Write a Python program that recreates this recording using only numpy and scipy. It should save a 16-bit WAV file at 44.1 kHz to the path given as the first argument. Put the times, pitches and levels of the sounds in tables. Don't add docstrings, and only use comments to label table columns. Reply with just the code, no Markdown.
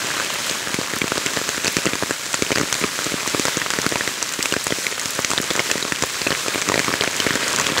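import sys
import numpy as np
from scipy import signal
from scipy.fft import rfft, irfft
from scipy.io import wavfile
from scipy.ndimage import uniform_filter1d, minimum_filter1d

SR = 44100
rng = np.random.default_rng(int(sys.argv[2]) if len(sys.argv) > 2 else 0)


def boost(x):
    u = np.asarray(x, float) / 20
    return 10 ** u


def unload_wav(signal):
    wavfile.write(
        sys.argv[1],
        SR,
        np.round(np.clip(np.atleast_2d(signal).T, -1, 1) * 32767).astype(np.int16),
    )


N = 343980
GRAIN = 400


def band_pass(x, hz, width_hz):
    return signal.lfilter(*signal.iirpeak(hz, hz / width_hz, fs=SR), x)


def high_pass(x, order, hz):
    return signal.sosfilt(signal.butter(order, hz, "high", fs=SR, output="sos"), x)


def colour(x, points):
    hz, db = np.transpose(points)
    f = np.arange(1, N // 2 + 2) * SR / N
    return irfft(rfft(x) * boost(np.interp(np.log(f), np.log(hz), db)), N)


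def walk(rate_hz):
    hold = int(SR / rate_hz)
    steps = np.repeat(rng.standard_normal(N // hold + 1), hold)
    return 1.2 * uniform_filter1d(uniform_filter1d(steps, hold), hold)[:N]


def scatter(time_s, grains):
    at = np.clip(time_s * SR, 0, N).astype(int)[:, None] + np.arange(GRAIN)
    return np.bincount(at.ravel(), grains.ravel(), N + GRAIN)[:N]


# (time [s], level over the mean [dB])
SWELL = [(0, 1), (.3, 1), (.42, .5), (1.19, -0.5), (1.84, -.5), (2.22, -2), (2.89, -0.5), (3.37, -0.5),
         (3.5, 0), (4.21, -0.5), (4.67, -2), (5.41, -0.5), (5.93, -1), (6.73, 0), (7.15, 0.5), (7.45, 3),
         (7.69, 2.5), (7.8, 1.5)]
# (mean level [dB], slope [dB per dB of swell])
LAYERS = [
    (-43.5, 1.8),
    (-29, 1.45),
    (-29, 0.25),
]


def swell_levels():
    swell_db = np.interp(np.arange(N) / SR, *np.transpose(SWELL))
    return [mean_db + slope * swell_db for mean_db, slope in LAYERS]


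# (frequency [Hz], level per Hz [dB])
FAR_SPECTRUM = [(18, -36), (30, -19), (108, -2), (307, -5), (569, 4.5), (783, -7.5), (1030, -4),
                (1660, 3.5), (5090, -2.5), (7000, -2)]


def far_rain(low_db, leaf_db, fine_db):
    total, shared = 0, walk(14)
    layers = ((low_db - 1.5, 40, 4.2), (leaf_db - 3.5, 800, 2.3), (fine_db + 2.0, 4000, 2.1))
    for level_db, low_hz, octaves in layers:
        group = 0
        for hz in low_hz * 2 ** np.arange(0, octaves, 1 / 3):
            sway_db = 1.3 * shared + 0.88 * walk(20)
            band = band_pass(rng.standard_normal(N), hz, hz / 3)
            group = group + boost(sway_db) * band_pass(band, hz, hz / 3)
        group = colour(group, FAR_SPECTRUM)
        total = total + group / group.std() * boost(level_db)
    return total


def drops(time_s, thump_db, ring_db, ring_hz, splash_db, splash_hz,
          thump_hz=640, spread_s=0.0032, burst_s=0.00045, ring_s=0.00099):
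    t = np.arange(GRAIN) / SR
    chance = np.clip(rng.standard_normal((len(time_s), 4)), -1.5, 1.5)
    noise = rng.standard_normal((len(time_s), GRAIN))
    small, tail, pair, late = boost(chance * [2.35, 3.4, 1.28, 1.9]).T[:, :, None]

    age = t * small
    cycles = thump_hz * spread_s * (1 - np.exp(-age / spread_s))
    thump = np.sin(2 * np.pi * cycles) * (np.exp(-(age / 0.0012) ** 2) + 0.2 * np.exp(-age / 0.0024))
    flipped = noise[:, ::-1]
    wobble = uniform_filter1d(flipped, size=40) - uniform_filter1d(flipped, size=150)
    thump = thump + 1.3 * wobble * (1 - np.exp(-t / 0.0018)) * np.exp(-t / 0.0042)

    turn = 2 * np.pi * ring_hz[:, None] * t
    modes = np.sin(turn) + 0.38 * np.sin(turn * 1.587 * pair)
    ring = modes * (1 - np.exp(-t / 0.00012)) * np.exp(-t / (ring_s * tail))
    flick = t / 0.00011
    ring = ring + 2.2 * flick * (2 - flick) * np.exp(-flick)
    ring = ring + 0.38 * noise[::-1] * np.exp(-t / 0.0032)

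    burst = t / (burst_s * late)
    shape = boost(splash_db)[:, None] * (burst * np.exp(1 - burst) + 0.1 * np.exp(-t / 0.0052))
    rough = 0.24 + 1.34 * uniform_filter1d(noise, size=5)
    splash = scatter(time_s, shape * rough * np.sin(2 * np.pi * splash_hz[:, None] * t))
    mist = scatter(time_s, shape * noise)
    mist = boost(-3.0) * band_pass(mist, 6800, 3500) + boost(-5) * band_pass(mist, 17000, 5300)

    dents = high_pass(scatter(time_s, boost(thump_db + 0.8)[:, None] * thump), 2, 85)
    cloth = signal.lfilter([0.6], [1, -0.4], scatter(time_s, boost(ring_db + 4.0)[:, None] * ring))
    return dents + cloth + splash + mist


def patter(low_db, leaf_db, fine_db, count=5000):
    when, size, tone, pitch, *tilt = rng.random((count, 7)).T
    at = (when * (N - 1)).astype(int)
    size_db = -3.2 * np.log(1 - 0.95 * size)
    thump_db = low_db[at] + size_db + 8 * tilt[0] - 3.5
    ring_db = leaf_db[at] + size_db + 8 * tilt[1] - 8.5
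    splash_db = fine_db[at] + size_db + 8 * tilt[2] - 2.0
    ring_hz, splash_hz = 950 * 4.53 ** tone, 4300 * 3.1 ** pitch
    return drops(when * N / SR, thump_db, ring_db, ring_hz, splash_db, splash_hz, burst_s=0.00023)


def swings(table, cycles, rough):
    time_s, db, hz = np.transpose(table)
    turns = hz[:, None] * np.arange(GRAIN) / SR
    uneven = 1 + rough * uniform_filter1d(rng.standard_normal((len(time_s), GRAIN)), size=9)
    age = turns / cycles
    swell = age * np.exp(1 - age)
    return scatter(time_s, boost(db)[:, None] * uneven * swell * np.sin(2 * np.pi * turns))


# (time [s], level [dB], pitch [Hz])
DENTS = [(0.0454, -22, 400), (0.7027, -24, 300), (0.9644, -20, 250), (1.1734, -23, 460), (1.2687, -23, 330),
         (1.3167, -22, 440), (1.4659, -29, 420), (1.5457, -26, 700), (1.8474, -22, 480), (2.3912, -22, 410),
         (2.4161, -30, 390), (2.4654, -22, 400), (2.6054, -14, 380), (2.838, -14, 390), (3.0728, -23, 390),
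         (3.3769, -21, 360), (3.464, -26, 450), (3.5767, -16, 480), (3.843, -19, 520), (3.9301, -23, 330),
         (4.9245, -20, 500), (5.3141, -13, 700), (5.4406, -22, 400), (5.587, -20, 380), (5.6731, -23, 450),
         (5.6914, -22, 470), (5.7249, -24, 400), (6.0446, -25, 560), (6.284, -22, 340), (6.8989, -22, 300),
         (7.0168, -28, 440), (7.0411, -13, 700), (7.2497, -19, 520), (7.3174, -27, 420), (7.3322, -28, 420),
         (7.3622, -22, 430), (7.384, -28, 470), (7.464, -23, 510), (7.5122, -31, 420), (7.5366, -29, 470),
         (7.5906, -20, 430), (7.6171, -18, 400), (7.6723, -27, 430), (7.7272, -22, 470), (7.767, -27, 470)]
# (time [s], level [dB], pitch [Hz])
PLOPS = [(0.0683, -16, 2250), (0.1039, -14, 1520), (0.1132, -13, 1780), (0.1691, -17, 1450),
         (0.1788, -17, 1290), (0.2053, -16, 1170), (0.2167, -16, 1710), (0.2447, -18, 2580),
         (0.3027, -16.5, 1060), (0.3555, -23, 1040), (0.6729, -14, 1530), (0.909, -20, 1730),
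         (0.9644, -17, 1120), (1.2684, -7, 2810), (1.2878, -17, 1640), (1.3657, -14, 1730),
         (1.5461, -16, 1680), (1.6519, -16, 1630), (1.6592, -14, 2520), (1.6695, -19, 1590),
         (1.8795, -16, 1580), (2.465, -12, 2730), (2.8899, -17, 1660), (3.0972, -16, 1530),
         (3.2609, -16, 1090), (3.5763, -17, 1570), (3.7087, -13, 1720), (3.7195, -21, 2540),
         (3.7324, -19, 1720), (3.8435, -17, 1310), (3.9714, -17, 1810), (4.4075, -15, 2130),
         (4.4136, -18, 2140), (4.8455, -20, 1800), (4.9251, -16, 2050), (4.9793, -15, 1480),
         (5.2111, -27, 1520), (5.5533, -18, 1670), (5.5849, -20, 1440), (5.607, -18, 1390),
         (5.9602, -14, 2830), (6.0995, -16, 2000), (6.3501, -12, 2330), (6.5388, -14, 2270),
         (6.579, -15, 1510), (6.9156, -15, 1200), (6.9267, -18, 2190), (7.0441, -11, 1600),
         (7.0501, -14, 2270), (7.0704, -21, 2370), (7.1424, -14, 2220), (7.2212, -16, 1510),
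         (7.2713, -14, 1590), (7.2956, -16, 1360), (7.3283, -14, 1560), (7.3737, -14.5, 1210),
         (7.4276, -15, 1770), (7.5367, -19, 1050), (7.6001, -11, 1000), (7.6898, -12.5, 1180)]
# (time [s], level [dB], pitch [Hz])
SPITS = [(0.0696, -19, 6180), (0.3032, -22, 7080), (0.5117, -20, 6600), (0.7432, -16, 6460),
         (0.9588, -27, 6240), (1.2615, -13, 5700), (1.7856, -15, 6050), (1.8713, -17, 4660),
         (2.1094, -12, 7300), (2.3472, -16, 6770), (2.3514, -19, 4660), (2.5545, -13, 4750),
         (2.5956, -15, 6460), (3.0661, -20, 6120), (3.4693, -11, 5160), (3.5799, -19, 6550),
         (3.7374, -23, 5600), (3.9162, -17, 5880), (3.957, -16, 7400), (4.6414, -10, 8670),
         (5.0144, -17, 6540), (5.3148, -13, 7570), (5.3779, -4, 4140), (5.4163, -19, 6400),
         (5.5105, -20, 4050), (5.5537, -17, 6010), (5.9608, -15, 6460), (6.0999, -22, 5640),
         (6.1372, -18, 5700), (6.2172, -14.5, 4530), (6.8448, -18, 6230), (6.9268, -18, 5260),
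         (7.3322, -19, 5280), (7.4428, -16, 4700), (7.6766, -18, 7060), (7.7137, -17, 7440)]


def medium_drops():
    dents = swings(DENTS, cycles=0.41, rough=0.3)
    plops = swings(PLOPS, cycles=0.75, rough=1.3)
    spits = swings(SPITS, cycles=1.7, rough=1.8)
    return dents + 1.12 * plops + 1.5 * spits


def splash_pitch_hz(time_s):
    return 5900 * 1.3 ** rng.random(len(time_s))


# (time [s], ring [dB], ring [Hz], splash [dB])
TICKS = [(0.1995, -13, 1530, -15), (0.2466, -24, 2560, -12), (0.498, -16, 2840, -9),
         (1.0798, -15.5, 2580, -11), (1.3655, -16, 3800, -8), (1.669, -10, 4480, -11),
         (1.9544, -16.5, 1210, -12), (2.343, -9, 1390, -4), (2.752, -17, 1720, -9),
         (3.7039, -7.5, 3340, -2), (3.7367, -10, 1460, -7), (4.457, -5.5, 2570, -4), (4.539, -9, 1610, -10),
         (4.867, -15, 2270, -3), (5.3841, -11, 1760, -11), (5.563, -15, 1380, -9),
         (5.7793, -16, 1910, -10.5), (6.5793, -14, 1590, -14), (6.621, -12, 2300, -11),
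         (6.793, -9, 1450, -2), (6.845, -15, 2240, -18), (7.359, -12, 1900, -15), (7.53, -25, 4100, -5),
         (7.545, -16, 1380, -11), (7.5612, -26, 1670, -2), (7.5863, -12, 1540, -3), (7.598, -10, 1940, -1),
         (7.612, -26, 3660, -3), (7.6678, -7, 3160, -13), (7.7907, -11, 1750, -11)]


def ticks():
    time_s, *ring_and_splash = np.transpose(TICKS)
    thump_db = np.full(len(time_s), -20)
    return drops(time_s, thump_db, *ring_and_splash, splash_pitch_hz(time_s), ring_s=0.0011)


# (time [s], peak [dB])
MIST = [(0.3381, -8), (0.4648, -8), (0.7422, -7), (0.9577, -9), (0.9852, -6), (1.2625, -16), (1.4895, -26),
        (1.725, -8), (2.796, -8), (3.2675, -11), (3.3952, -23), (3.8911, -13), (4.324, -8), (4.4263, -10),
        (4.641, -5), (4.6673, -13), (5.106, -2), (5.2026, -10), (5.4151, -4), (5.5333, -11), (6.0227, -24),
        (6.0586, -9), (6.5435, -10), (6.5779, -14), (6.686, -20), (6.757, -25), (7.0354, -32),
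        (7.1636, -12), (7.5033, -18), (7.7737, -15)]


def mist_bursts():
    time_s, db = np.transpose(MIST)
    age = np.arange(GRAIN) / SR / 0.001
    noise = rng.standard_normal((len(time_s), GRAIN))
    puffs = boost(db + 0.5)[:, None] * age * np.exp(1 - age) * noise
    return band_pass(band_pass(scatter(time_s - 0.0005, puffs), 15700, 8600), 16000, 11500)


# (time [s], level [dB], pitch [Hz])
CRACKS = [(.4957, -11, 3580), (1.2622, -14.5, 4040), (2.3412, -7.5, 2550), (2.3428, -17, 3600),
          (2.423, -23, 3530), (2.7262, -20, 2660), (4.4568, -35, 3500), (5.2468, -9, 4170),
          (6.7415, -5, 4200), (6.7582, -15, 4300), (6.7942, -12, 4600), (6.801, -12, 4570),
          (1.3716, -14, 4000), (5.7134, -20, 2960), (7.0098, 3, 4100), (7.667, -1, 4260)]


def cracks():
    return band_pass(swings(CRACKS, cycles=0.82, rough=2.7), 2900, 6500)


# (time [s], thump [dB])
DULL = [(0.5115, -14.5), (0.6725, -20), (0.936, -12.5), (1.158, -18), (1.415, -14), (1.579, -14),
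        (1.786, -14), (1.8887, -18), (2.095, -21), (2.814, -14), (2.8262, -16), (2.99, -13.5),
        (3.0597, -20), (3.12, -14.5), (3.3402, -18), (3.916, -20), (4.3912, -13), (4.7857, -17),
        (5.554, -16), (5.851, -12.5), (6.285, -29), (6.4623, -17), (6.678, -16), (6.8916, -13),
        (6.905, -15), (6.928, -18), (7.34, -16), (7.432, -15), (7.691, -18), (7.701, -16)]


def dull_drops():
    time_s, thump_db = np.transpose(DULL)
    ring_hz = 1200 * 2.21 ** rng.random(len(time_s))
    return drops(time_s, thump_db, thump_db - 3.5, ring_hz, thump_db - 4, 2.5 * ring_hz)


# (time [s], thump [dB], ring [dB], ring [Hz], splash [dB])
BURSTING = [(1.4903, -10.5, -17, 1660, -2), (1.646, -13, -14, 1690, -6), (1.8556, -10, -11.5, 1300, -2.5),
            (2.109, -5.5, -10.5, 1650, -23), (2.5584, -10, -8, 1670, -6), (2.6129, -8, -11, 1290, -10),
            (2.7264, -11, -9, 1580, 1), (3.3962, -7, -13.5, 1170, -1.5), (3.4533, -5.5, -11, 1380, 0),
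            (3.4827, -13, -7.5, 990, -12), (3.5706, -9, -14, 1570, -5.5), (3.7877, -6.5, -11, 1830, -9),
            (3.8644, -5.5, -6, 1460, -2), (4.6682, -11, -9.5, 1370, -2), (5.304, -15, -16, 900, -3.5),
            (5.3345, -14, -13, 1000, -6), (6.037, -9, -7.5, 1070, -8), (6.5578, -10, -10, 1010, -13),
            (6.6883, -13, -8.5, 1250, -1), (6.6984, -5, -11, 1210, -13), (6.719, -12, -7.5, 1020, -8),
            (6.758, -11, -11, 900, -11), (6.8, -9, -12, 1700, -11), (7.037, -10, -10, 1680, -6),
            (.743, -9, -8.5, 2200, -21), (1.179, -7, -14, 2800, -6.5), (1.262, -13.5, -12, 2140, -5.5),
             (1.6794, -10.5, -6, 2640, 0), (1.7678, -5, -6, 1940, 2), (2.4223, -3, -9.5, 2260, -4),
             (2.5177, -3, -8.5, 2200, -10), (2.583, -8, -10, 2200, -4), (3.276, -13, -13, 1960, -2),
             (4.0763, -10, -8, 1950, -6), (4.2267, -10, -14, 4230, 1), (4.524, -6, -7, 2860, -6),
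             (5.247, -14, -7, 2100, -3), (5.505, -11, -3, 3480, -11), (5.602, -7, -14, 3010, -9),
             (5.714, -9.5, -4.5, 2640, -2), (5.922, -12, -5, 1860, -9), (6.0237, -8, -12, 2150, -1),
             (6.4825, -8, -13, 2500, -9), (6.7417, -4.5, -6, 1940, -13), (7.01, -4, -10, 3060, -20),
             (7.2017, -11.5, -5.5, 3060, -6), (7.355, -8, -17, 2450, 0), (7.781, -18, 0, 4300, -10)]


def bursting_drops():
    time_s, *parts = np.transpose(BURSTING)
    return drops(time_s, *parts, splash_pitch_hz(time_s))


# (time [s], thump [dB], ring [dB], ring [Hz])
SWALLOWED = [(0.788, -9.5, -25, 930), (1.0417, -10, -19, 1210), (1.1199, -5, -8, 1410),
             (1.173, -33, -15.5, 1630), (1.3719, -6, -11, 1810), (2.025, -5, -17, 1650),
             (2.0344, -14, -10, 1160), (2.5059, -8, -15, 1430), (2.599, -13, -13, 1530),
             (2.6327, -11, -15, 1820), (2.843, -7.5, -12, 1220), (3.066, -11, -18, 1370),
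             (3.141, -9.5, -19, 1580), (3.3471, -5, -9, 1190), (3.617, -22, -11, 1880),
             (3.6625, -15, -14, 1320), (4.0087, -16, -13, 1920), (5.191, -8.5, -12, 1190),
             (5.315, -35, -9, 1300), (5.4009, -10.5, -17, 1720), (5.5773, -17, -17, 1050),
             (5.7008, -34, -13, 1770), (6.2671, -6, -14, 1630), (6.3184, -15, -10, 1810),
             (6.8817, -12, -9, 1180), (6.9392, -7, -5.5, 1750), (7.307, -11.5, -8, 1800),
             (7.3733, -32, -28, 1210), (7.7663, -33, -12, 1110),
             (0.814, -13.5, -14, 4480), (1.017, -7.5, -6.5, 2300), (1.6596, -10.5, -16, 2600),
              (1.8649, -6, -11, 2700), (1.8708, -8, -9, 1990), (1.934, -10, -9, 2370),
              (2.5254, -11, -13, 2430), (2.5736, -11, -11, 1890), (2.8392, -24, -7.5, 2470),
              (3.9223, -7.5, -14, 1850), (3.9572, -5.5, -6.5, 2390), (4.5653, -5.5, -8, 1950),
              (4.706, -10, -13, 3260), (4.723, -4.5, -8.5, 1980), (5.378, -10.5, -13, 3800),
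              (5.5109, -9.5, -16, 2220), (5.594, -7, -3.5, 2160), (5.7557, -10, -19, 2000),
              (5.8264, -17, -9.5, 3920), (6.2164, -12.5, -17, 2600), (6.2705, -10, -5, 2590),
              (6.3056, -7, -5.5, 4280), (6.3258, -11, -9, 3030), (6.5465, -13, -12.5, 2280),
              (6.7776, -3.5, -7, 2300), (7.022, -30, -10, 2250), (7.076, -7, -9, 2300),
              (7.266, -2.5, -8, 2100), (7.72, -12, -14, 3570), (7.775, -31, -9, 3400)]


def swallowed_drops():
    time_s, *parts = np.transpose(SWALLOWED)
    splash_db = -34 + 6 * np.minimum(rng.standard_normal(len(time_s)), 0.7)
    return drops(time_s, *parts, splash_db, splash_pitch_hz(time_s))


# (time [s], splash [dB], splash [Hz])
SPRAY = [(.9591, -11, 8800), (.9862, -7, 9500), (1.655, -6, 6200), (1.675, -3, 6160), (2.33, -5, 6260),
         (2.7414, -3.5, 4280), (3.043, -6, 6240), (3.2973, -9, 6700), (3.8164, -2, 6360),
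         (3.8907, -4.5, 7950), (4.2906, -4.5, 7200), (4.324, -17, 8900), (4.337, -4, 5970),
         (4.427, 8, 7500), (4.679, -7, 6100), (4.996, -3, 8600), (5.057, -3, 4360), (5.106, -10, 11300),
         (5.151, -9, 10900), (5.221, -9, 6760), (5.4156, -23, 6240), (5.4238, -6, 6870), (5.44, -7, 7200),
         (5.535, -10, 6200), (6.616, -2, 5100), (7.165, -5, 7900), (7.242, -8, 7350), (7.48, -3, 7260),
         (7.504, -7, 6900), (7.523, -8, 5900)]


def shattering_drips():
    time_s, db, hz = np.transpose(SPRAY)
    return drops(time_s, db - 46, db - 54, hz * 0.49, db - 4, hz, burst_s=0.00055)


# (time [s], level [dB], pitch [Hz])
POCKETS = [
    (1.7676, -4, 2170),
    (2.3408, -12, 1170),
    (2.3412, -24, 600),
    (3.9575, -13, 1030),
    (4.0088, -7, 1850),
    (4.5655, -18, 1950),
    (4.8668, -0.5, 2150),
    (5.378, 0, 3780),
    (5.5049, -16, 3520),
    (6.7937, -5, 2150),
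]


def water_pockets():
    return swings(POCKETS, cycles=1.2, rough=0.56)


# (delay [s], level [dB])
GROUND = (.0073, -20)
# (centre [Hz], width [Hz], share [1])
HOLLOW = (780, 236, 0.47)


def under_canopy(near):
    delay_s, echo_db = GROUND
    near = near + boost(echo_db) * band_pass(np.roll(near, int(delay_s * SR)), 570, 2300)
    hz, width_hz, share = HOLLOW
    return near - share * band_pass(near, hz, width_hz)


def scene():
    levels = swell_levels()
    far = far_rain(*levels)
    near = patter(*levels) + medium_drops() + ticks() + mist_bursts() + cracks() + dull_drops()
    near = near + bursting_drops() + swallowed_drops() + shattering_drips() + water_pockets()
    return (under_canopy(near) + far)[None]


def limiter(x, top_db=-11, share=0.15, look_s=0.002):
    k = max(int(look_s * SR), 2)
    peak = -minimum_filter1d(-np.abs(x), 2 * k)
    gain = np.minimum(boost(top_db) / (peak + 1e-9), 1) ** share
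    return x * uniform_filter1d(gain, k)


def low_pass(x):
    return signal.sosfilt(signal.butter(12, 17000, fs=SR, output="sos"), x)


# (frequency [Hz], level [dB])
MIC = [(7600, -0.5), (8600, -5.5), (10100, -8), (10500, -11.5), (15600, -15)]
# (frequency [Hz], level [dB])
BAND_LIMIT = [(15720, 0), (15790, -14), (15900, -36), (16500, -42), (16700, -62)]


def record(dry):
    x = limiter(high_pass(dry, 3, 75))
    x = np.tanh(1.274 * x) / 1.096
    x = colour(colour(x, MIC), BAND_LIMIT)
    return low_pass(x)


dry = scene()
out = record(dry)
unload_wav(out)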